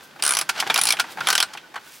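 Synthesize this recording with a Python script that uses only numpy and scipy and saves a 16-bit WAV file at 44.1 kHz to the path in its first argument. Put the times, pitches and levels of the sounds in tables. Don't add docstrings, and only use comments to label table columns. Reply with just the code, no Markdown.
import sys
import numpy as np
from scipy import signal
from scipy.fft import rfft, irfft
from scipy.io import wavfile
from scipy.ndimage import uniform_filter1d, minimum_filter1d

SR = 44100
rng = np.random.default_rng(int(sys.argv[2]) if len(sys.argv) > 2 else 0)


def unload_wav(signal):
    wavfile.write(
        sys.argv[1],
        SR,
        np.round(np.clip(np.atleast_2d(signal).T, -1, 1) * 32767).astype(np.int16),
    )


N = 88200


def amp(db):
    return 10 ** (np.asarray(db) / 20)


def fade(t, t60):
    return np.exp(-np.log(1000) * t / t60)


def colour(x, points, size=4096):
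    hz, db = np.array(points, float).T
    f = np.maximum(np.fft.rfftfreq(size, 1 / SR), 1)
    log_gain = np.log(amp(np.interp(np.log(f), np.log(hz), db)))
    cepstrum = irfft(log_gain)
    cepstrum[1:size // 2] *= 2
    cepstrum[size // 2 + 1:] = 0
    impulse = irfft(np.exp(rfft(cepstrum)))
    return signal.fftconvolve(x, impulse)[:len(x)]


def noise(points):
    x = colour(rng.standard_normal(N), points)
    return x / x.std()


def wide(points, side_db):
    middle, side = noise(points), noise(points)
    return middle + amp(side_db) * side * np.array([[1], [-1]])


def curve(rows):
    s, db = np.array(rows).T
    return amp(np.interp(np.arange(N) / SR, s, db))


def add(out, at, x):
    i = int(at * SR)
    out[i:i + len(x)] += x[:N - i]


# [f/Hz, level/dB]
SHOP_COLOUR = [(25, -29), (70, 2), (160, -5), (400, -4), (900, 5.5), (1600, 1.5), (3000, -2), (8000, -15),
               (16000, -19)]
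SHOP_DB = -58


def workshop_air():
    return wide(SHOP_COLOUR, side_db=-1.0) * amp(SHOP_DB)


def echoes(x, t60, points):
    t = np.arange(N // 2) / SR
    h = colour(rng.standard_normal(len(t)) * fade(t, t60), points)
    return signal.fftconvolve(x, h / np.linalg.norm(h))[:N]


# [f/Hz, level/dB]
NEAR_COLOUR = [(200, -20), (1200, 1.5), (2800, -0.5), (5000, 6), (8000, 8), (12000, -1.5)]
# [f/Hz, level/dB]
ROOM_COLOUR = [(100, 14), (800, 9.5), (1500, -19), (4000, -2), (9000, 11), (16000, -9)]
NEAR_T60_S, NEAR_DB = 0.035, -19
ROOM_T60_S, ROOM_DB = 0.14, -22.5


def surroundings(x):
    side = amp(NEAR_DB) * echoes(x, NEAR_T60_S, NEAR_COLOUR)
    tail = np.array([echoes(x, ROOM_T60_S, ROOM_COLOUR) for _ in range(2)])
    return x + np.array([side, -side]) + amp(ROOM_DB) * tail


# [t/s, level/dB]
RUMBLE = [(0, -54), (.14, -55.5), (.25, -48.5), (.5, -52.5), (.68, -45), (.9, -48), (1.12, -51),
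          (1.22, -42), (1.35, -49), (1.55, -55), (2, -59)]
# [f/Hz, level/dB]
RUMBLE_COLOUR = [(25, -47), (60, -28.5), (110, -18.5), (155, -8.5), (200, -12), (330, -8.5), (600, -13),
                 (1500, -33.5)]


def rumble():
    return wide(RUMBLE_COLOUR, side_db=-9) * curve(RUMBLE)


def grip(rough_db=-1.5, size=180):
    slip = uniform_filter1d(rng.standard_normal(N), size)
    return amp(rough_db * slip / slip.std())


# [t/s, level/dB]
SLEEVE = [(0, -68), (.04, -46.5), (.1, -70), (1.05, -71), (1.12, -41.5), (1.16, -60), (1.7, -76),
          (1.84, -53.5), (1.95, -44.5), (2, -51)]
# [f/Hz, level/dB]
SLEEVE_COLOUR = [(500, -9), (2500, 7.5), (5000, 6.5), (9000, 3.5), (16000, 1)]


def sleeve():
    return wide(SLEEVE_COLOUR, side_db=-19.0) * curve(SLEEVE) * grip()


# [t/s, level/dB]
SCRAPE = [(0, -46.5), (.07, -52.5), (.12, -53), (.5, -45), (.545, -38.5), (.59, -27.5), (.63, -38.5),
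          (.73, -33.5), (.96, -41.5), (1.12, -42), (1.16, -48.5), (1.255, -35), (1.5, -45), (1.63, -50.5),
          (1.7, -53), (1.87, -50), (2, -59)]
# [f/Hz, level/dB]
SCRAPE_COLOUR = [(100, -16.5), (400, -4.5), (850, 8.5), (1150, 6.5), (1520, 10.5), (2000, 5), (3200, 4),
                 (5000, 0), (8000, -9.5), (16000, -22)]
RUB_RING_DB, RUB_WIDTH_HZ = -17.5, 9


def scraping():
    scrape = wide(SCRAPE_COLOUR, side_db=-16.5) * curve(SCRAPE) * grip()
    sing = np.zeros_like(scrape)
    for hz, db, _ in MODES:
        b, a = signal.iirpeak(hz, hz / RUB_WIDTH_HZ, fs=SR)
        sing += amp(db) * signal.lfilter(b, a, scrape)
    return scrape + amp(RUB_RING_DB) * sing * scrape.std() / sing.std()


# [t/s of the swell's peak, length/s, f/Hz, level/dB]
SQUEAKS = [(.055, .09, 1550, -53.5), (1.11, .06, 780, -47.5), (1.508, .04, 856, -50),
           (1.646, .04, 1486, -49.5), (1.875, .04, 1478, -49)]


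def squeaks():
    out = np.zeros(N)
    for at, length, hz, db in SQUEAKS:
        t = np.arange(int(length * SR)) / SR
        swell = np.sin(np.pi * t / length)
        note = np.sqrt(2) * np.sin(2 * np.pi * (hz * t + rng.random()))
        add(out, at - length / 2, amp(db) * swell * note)
    return out


# [f/Hz, level/dB, t60/s]
MODES = [(719, -3.5, 0.062), (787, 1.5, 0.062), (862, 4.5, 0.041), (1104, 3, 0.061), (1410, -1.5, 0.073),
         (1474, -10.5, 0.12), (1533, 3, 0.059), (1946, -13, 0.048), (2257, -1, 0.083), (2378, 4.5, 0.049),
         (2890, -3, 0.031), (3145, -1, 0.08), (3400, -3.5, 0.09), (3670, 6, 0.022), (4440, -1, 0.041),
         (4780, 5, 0.02), (6080, -7.5, 0.058)]
AWAY_DB, FOCUS_OCTAVES, MODE_SCATTER_DB = -16.5, 0.21, -1


def steel(t, ring_db, focus_hz, rise):
    hz, db, t60 = np.array(MODES).T[:, :, None]
    size, phase, detune = rng.standard_normal((3, len(MODES), 1))
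    away = 1 - np.exp(-(np.log2(hz / focus_hz) / FOCUS_OCTAVES) ** 2)
    gain = amp(ring_db + db + AWAY_DB * away + MODE_SCATTER_DB * size)
    tones = np.sin(2 * np.pi * (hz * (1 + 0.006 * detune) * t + phase))
    rings = gain * fade(t, t60) * tones
    onset = np.sin(np.pi / 2 * np.minimum(t / max(rise, .001), 1)) ** 2
    return np.sqrt(2) * rings.sum(axis=0) * onset


CHATTER_POWER = 2.15


def blow(grain, t, rise, hold, fall, tail_db, t60, dull_hz=7000):
    crack = np.exp(-np.maximum(t - rise - hold, 0) / fall)
    chatter = np.sign(grain) * np.abs(grain) ** CHATTER_POWER
    keep = np.exp(-2 * np.pi * dull_hz / SR)
    dull = signal.lfilter([1 - keep], [1, -keep], grain)
    tail = dull * amp(tail_db) * fade(np.maximum(t - rise, 0), t60)
    return np.minimum(t / rise, 1) * (chatter / chatter.std() * crack + tail * (1 - crack))


BLOW_S, LEVEL_S = .25, .015


def unit(x):
    return x / np.sqrt(np.sum(x ** 2) / (LEVEL_S * SR))


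# [t/s, clack level/dB, thud level/dB, bright edge level/dB, rise/s,
# steel ring level/dB, f/Hz around which the steel rings most]
KNOCKS = [(0.159, -56, -45.5, -59, 0.0031, -46.5, 830), (0.187, -42, -42.5, -51, 0.013, -34, 870),
          (0.4895, -22.5, -25, -23.5, 0.0051, -15, 1360), (0.5978, -24.5, -34, -22.5, 0.005, -23, 3180),
          (0.625, -50, -26, -44, 0.00031, -26, 850), (0.6659, -34.5, -30.5, -47, 0.00038, -33, 1500),
          (0.672, -37, -42, -37, 0.0015, -29, 780), (.699, -21.5, -20, -38, 0.00037, -19, 3600),
          (.7035, -34, -29, -32.5, 0.00074, -23.5, 2420), (0.7858, -29, -23.5, -51, 0.00038, -18, 980),
          (0.936, -60, -32.5, -55, 0.0007, -34.5, 810), (0.969, -33, -39.5, -45, 0.00047, -41, 2400),
          (0.9877, -33, -30.5, -44, 0.00066, -43, 1490), (0.995, -21, -27, -21.5, 0.005, -14.5, 1406),
          (1.038, -51, -34.5, -52, 0.0054, -34.5, 830), (1.172, -58, -34.5, -51, 0.0014, -33.5, 885),
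          (1.1835, -48, -34, -65, 0.00028, -36, 860), (1.19, -41, -39, -65, 0.00053, -45, 1420),
          (1.2052, -36.5, -35, -39.5, 0.00028, -51, 3100), (1.209, -43, -31, -55, 0.00038, -21.5, 1390),
          (1.2367, -48, -43, -53, 0.00082, -48, 1420), (1.532, -43.5, -42.5, -40, 0.0063, -42, 3180),
          (1.55, -62, -41, -64, 0.00093, -35.5, 840), (1.5721, -35.5, -43.5, -47.5, 0.0012, -40, 3100),
          (1.738, -55, -40, -52, 0.0082, -31, 945), (1.7566, -46, -34, -49, 0.0012, -31, 1550),
          (1.7613, -41.5, -33, -48, 0.00032, -33, 1000), (1.776, -44, -40.5, -68, 0.0007, -44, 960)]
# [f/Hz, level/dB]
CLACK = [(600, -28), (1500, -1.5), (2400, 8.5), (3400, 6.5), (4800, -8), (7000, -15), (10000, -24),
         (16000, -21)]
THUD = [(25, -53), (60, -28), (160, -22), (350, -11.5), (560, -10.5), (800, 0), (1130, -2.5), (1480, 1),
        (1950, -4), (3000, -16.5), (8000, -79)]
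EDGE = [(2000, -25), (4500, 13.5), (7000, 8.5), (10800, 5), (13000, -0.5), (16000, -5.5)]
KNOCK_HOLD_S, KNOCK_FALL_S = 0.00094, 0.001


def socket():
    out, t = np.zeros(N), np.arange(int(BLOW_S * SR)) / SR
    for at, clack_db, thud_db, edge_db, rise, ring_db, focus_hz in KNOCKS:
        grain = rng.standard_normal((3, len(t)))
        contact = (t, rise, KNOCK_HOLD_S, KNOCK_FALL_S)
        clack = colour(blow(grain[0], *contact, tail_db=0, t60=0.055), CLACK)
        thud = colour(blow(grain[1], *contact, tail_db=0, t60=0.061), THUD)
        edge = colour(blow(grain[2], *contact, tail_db=-0.5, t60=0.06), EDGE)
        knock = amp(clack_db) * unit(clack) + amp(thud_db) * unit(thud) + amp(edge_db) * unit(edge)
        add(out, at, knock + steel(t, ring_db, focus_hz, rise))
    return out


UNEVEN_DB = 3


def uneven(x, count=36):
    hz = np.geomspace(700, 14000, count)
    return colour(x, np.column_stack([hz, UNEVEN_DB * rng.standard_normal(count)]))


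# [t/s, snap level/dB, housing thud level/dB, pawl ping level/dB, ping f/Hz,
# steel ring level/dB, f/Hz around which the steel rings most]
CLICKS = [(0.2235, -24, -34, -26.5, 9300, -22, 4900), (0.236, -25, -31, -23, 9280, -40, 5000),
          (.25, -23.5, -35, -23.5, 9300, -30, 1520), (0.2635, -23.5, -29.5, -21.5, 9550, -25, 1400),
          (.277, -23, -33, -23, 9630, -27.5, 1540), (0.291, -25, -29, -22, 9700, -33, 1560),
          (0.3073, -25.5, -29.5, -20, 9550, -25, 1360), (0.3206, -28.5, -28.5, -25, 10060, -30, 1520),
          (.336, -25.5, -31.5, -29, 9800, -28, 4740), (0.3496, -26.5, -33, -27, 10380, -30, 4740),
          (.369, -22, -33, -27, 10550, -16, 5900), (0.388, -21.5, -30, -24.5, 10500, -34, 2370),
          (.412, -24.5, -28.5, -28, 10400, -41, 2360), (.742, -22.5, -33, -26, 11000, -24.5, 2400),
          (0.7595, -19, -23, -31, 10500, -33, 2410), (0.7766, -21.5, -30.5, -26.5, 9800, -33, 1570),
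          (0.7898, -25, -42, -25.5, 9860, -31, 2360), (0.8135, -22, -34, -20, 9900, -26, 3800),
          (0.8354, -24.5, -38, -20.5, 9800, -29, 4800), (0.8534, -24, -31, -24, 9700, -29, 830),
          (.87, -18, -40, -25, 10130, -22, 4650), (.888, -22, -32, -27, 9440, -19.5, 4800),
          (0.9047, -18, -28.5, -24, 9700, -22.5, 2350), (0.923, -20.5, -37, -26.5, 9700, -21, 3280),
          (1.2706, -24, -24, -28, 10100, -17.5, 3430), (1.2858, -20.5, -23, -31, 10000, -21, 1560),
          (1.3022, -16.5, -23.5, -35, 9600, -20.5, 1620), (1.3275, -22, -26.5, -31.5, 9800, -22, 1530),
          (1.3524, -18, -32.5, -38, 10300, -20.5, 1460), (1.3786, -20, -27.5, -31, 9900, -20.5, 3370),
          (1.402, -18.5, -28, -32, 10200, -17, 3320), (1.4261, -19, -27.5, -28.5, 8600, -22, 1430)]
# [f/Hz, level/dB]
SNAP = [(700, -45), (1800, -8.5), (2400, 1), (3400, 2), (4800, 4.5), (6200, -0.5), (7600, -3),
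        (10500, -4.5), (12500, -9), (16000, -10.5)]
CLICK_RISE_S, CLICK_HOLD_S, CLICK_FALL_S = 0.000086, 0.0021, 0.00039
PING_PASS_HZ = 1140
ALIKE = 0.64


def pawl():
    out, t = np.zeros(N), np.arange(int(BLOW_S * SR)) / SR
    common = rng.standard_normal((3, len(t)))
    contact = (t, CLICK_RISE_S, CLICK_HOLD_S, CLICK_FALL_S)
    for at, snap_db, thud_db, ping_db, hz, ring_db, focus_hz in CLICKS:
        own = rng.standard_normal(common.shape)
        grain = np.sqrt(ALIKE) * common + np.sqrt(1 - ALIKE) * own
        crack = blow(grain[0], *contact, tail_db=-1, t60=0.062, dull_hz=5240)
        snap = colour(uneven(crack), SNAP)
        thud_drive = blow(grain[1], t, 0.00033, CLICK_HOLD_S, CLICK_FALL_S, tail_db=0.5, t60=0.074)
        thud = colour(thud_drive, THUD)
        ping_drive = blow(grain[2], *contact, tail_db=-6.5, t60=0.081)
        b, a = signal.iirpeak(hz, hz / PING_PASS_HZ, fs=SR)
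        ping = signal.lfilter(b, a, signal.lfilter(b, a, ping_drive))
        click = amp(snap_db) * unit(snap) + amp(thud_db) * unit(thud) + amp(ping_db) * unit(ping)
        add(out, at, click + steel(t, ring_db, focus_hz, CLICK_RISE_S))
    return out


BODY_HZ = 195
LEFT_OVER_RIGHT_DB = -0.47


def scene():
    high_pass = signal.butter(3, BODY_HZ, "high", fs=SR, output="sos")
    blows = signal.sosfilt(high_pass, pawl() + socket())
    handling = scraping() + sleeve() + rumble()
    tool = surroundings(blows + squeaks()) + handling
    balance = amp(np.array([[LEFT_OVER_RIGHT_DB], [-LEFT_OVER_RIGHT_DB]]) / 2)
    return tool * balance + workshop_air()


LIMIT_DB, LIMIT_S = -2.5, .002
TOP_HZ = 15900


def record(dry):
    size = int(LIMIT_S * SR)
    peak = np.abs(dry).max(axis=0)
    allowed = amp(LIMIT_DB) / np.maximum(peak, amp(LIMIT_DB))
    gain = uniform_filter1d(minimum_filter1d(allowed, 2 * size), size)
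    low_pass = signal.ellip(10, .2, 70, TOP_HZ, fs=SR, output="sos")
    return signal.sosfilt(low_pass, dry * gain)


dry = scene()
out = record(dry)
unload_wav(out)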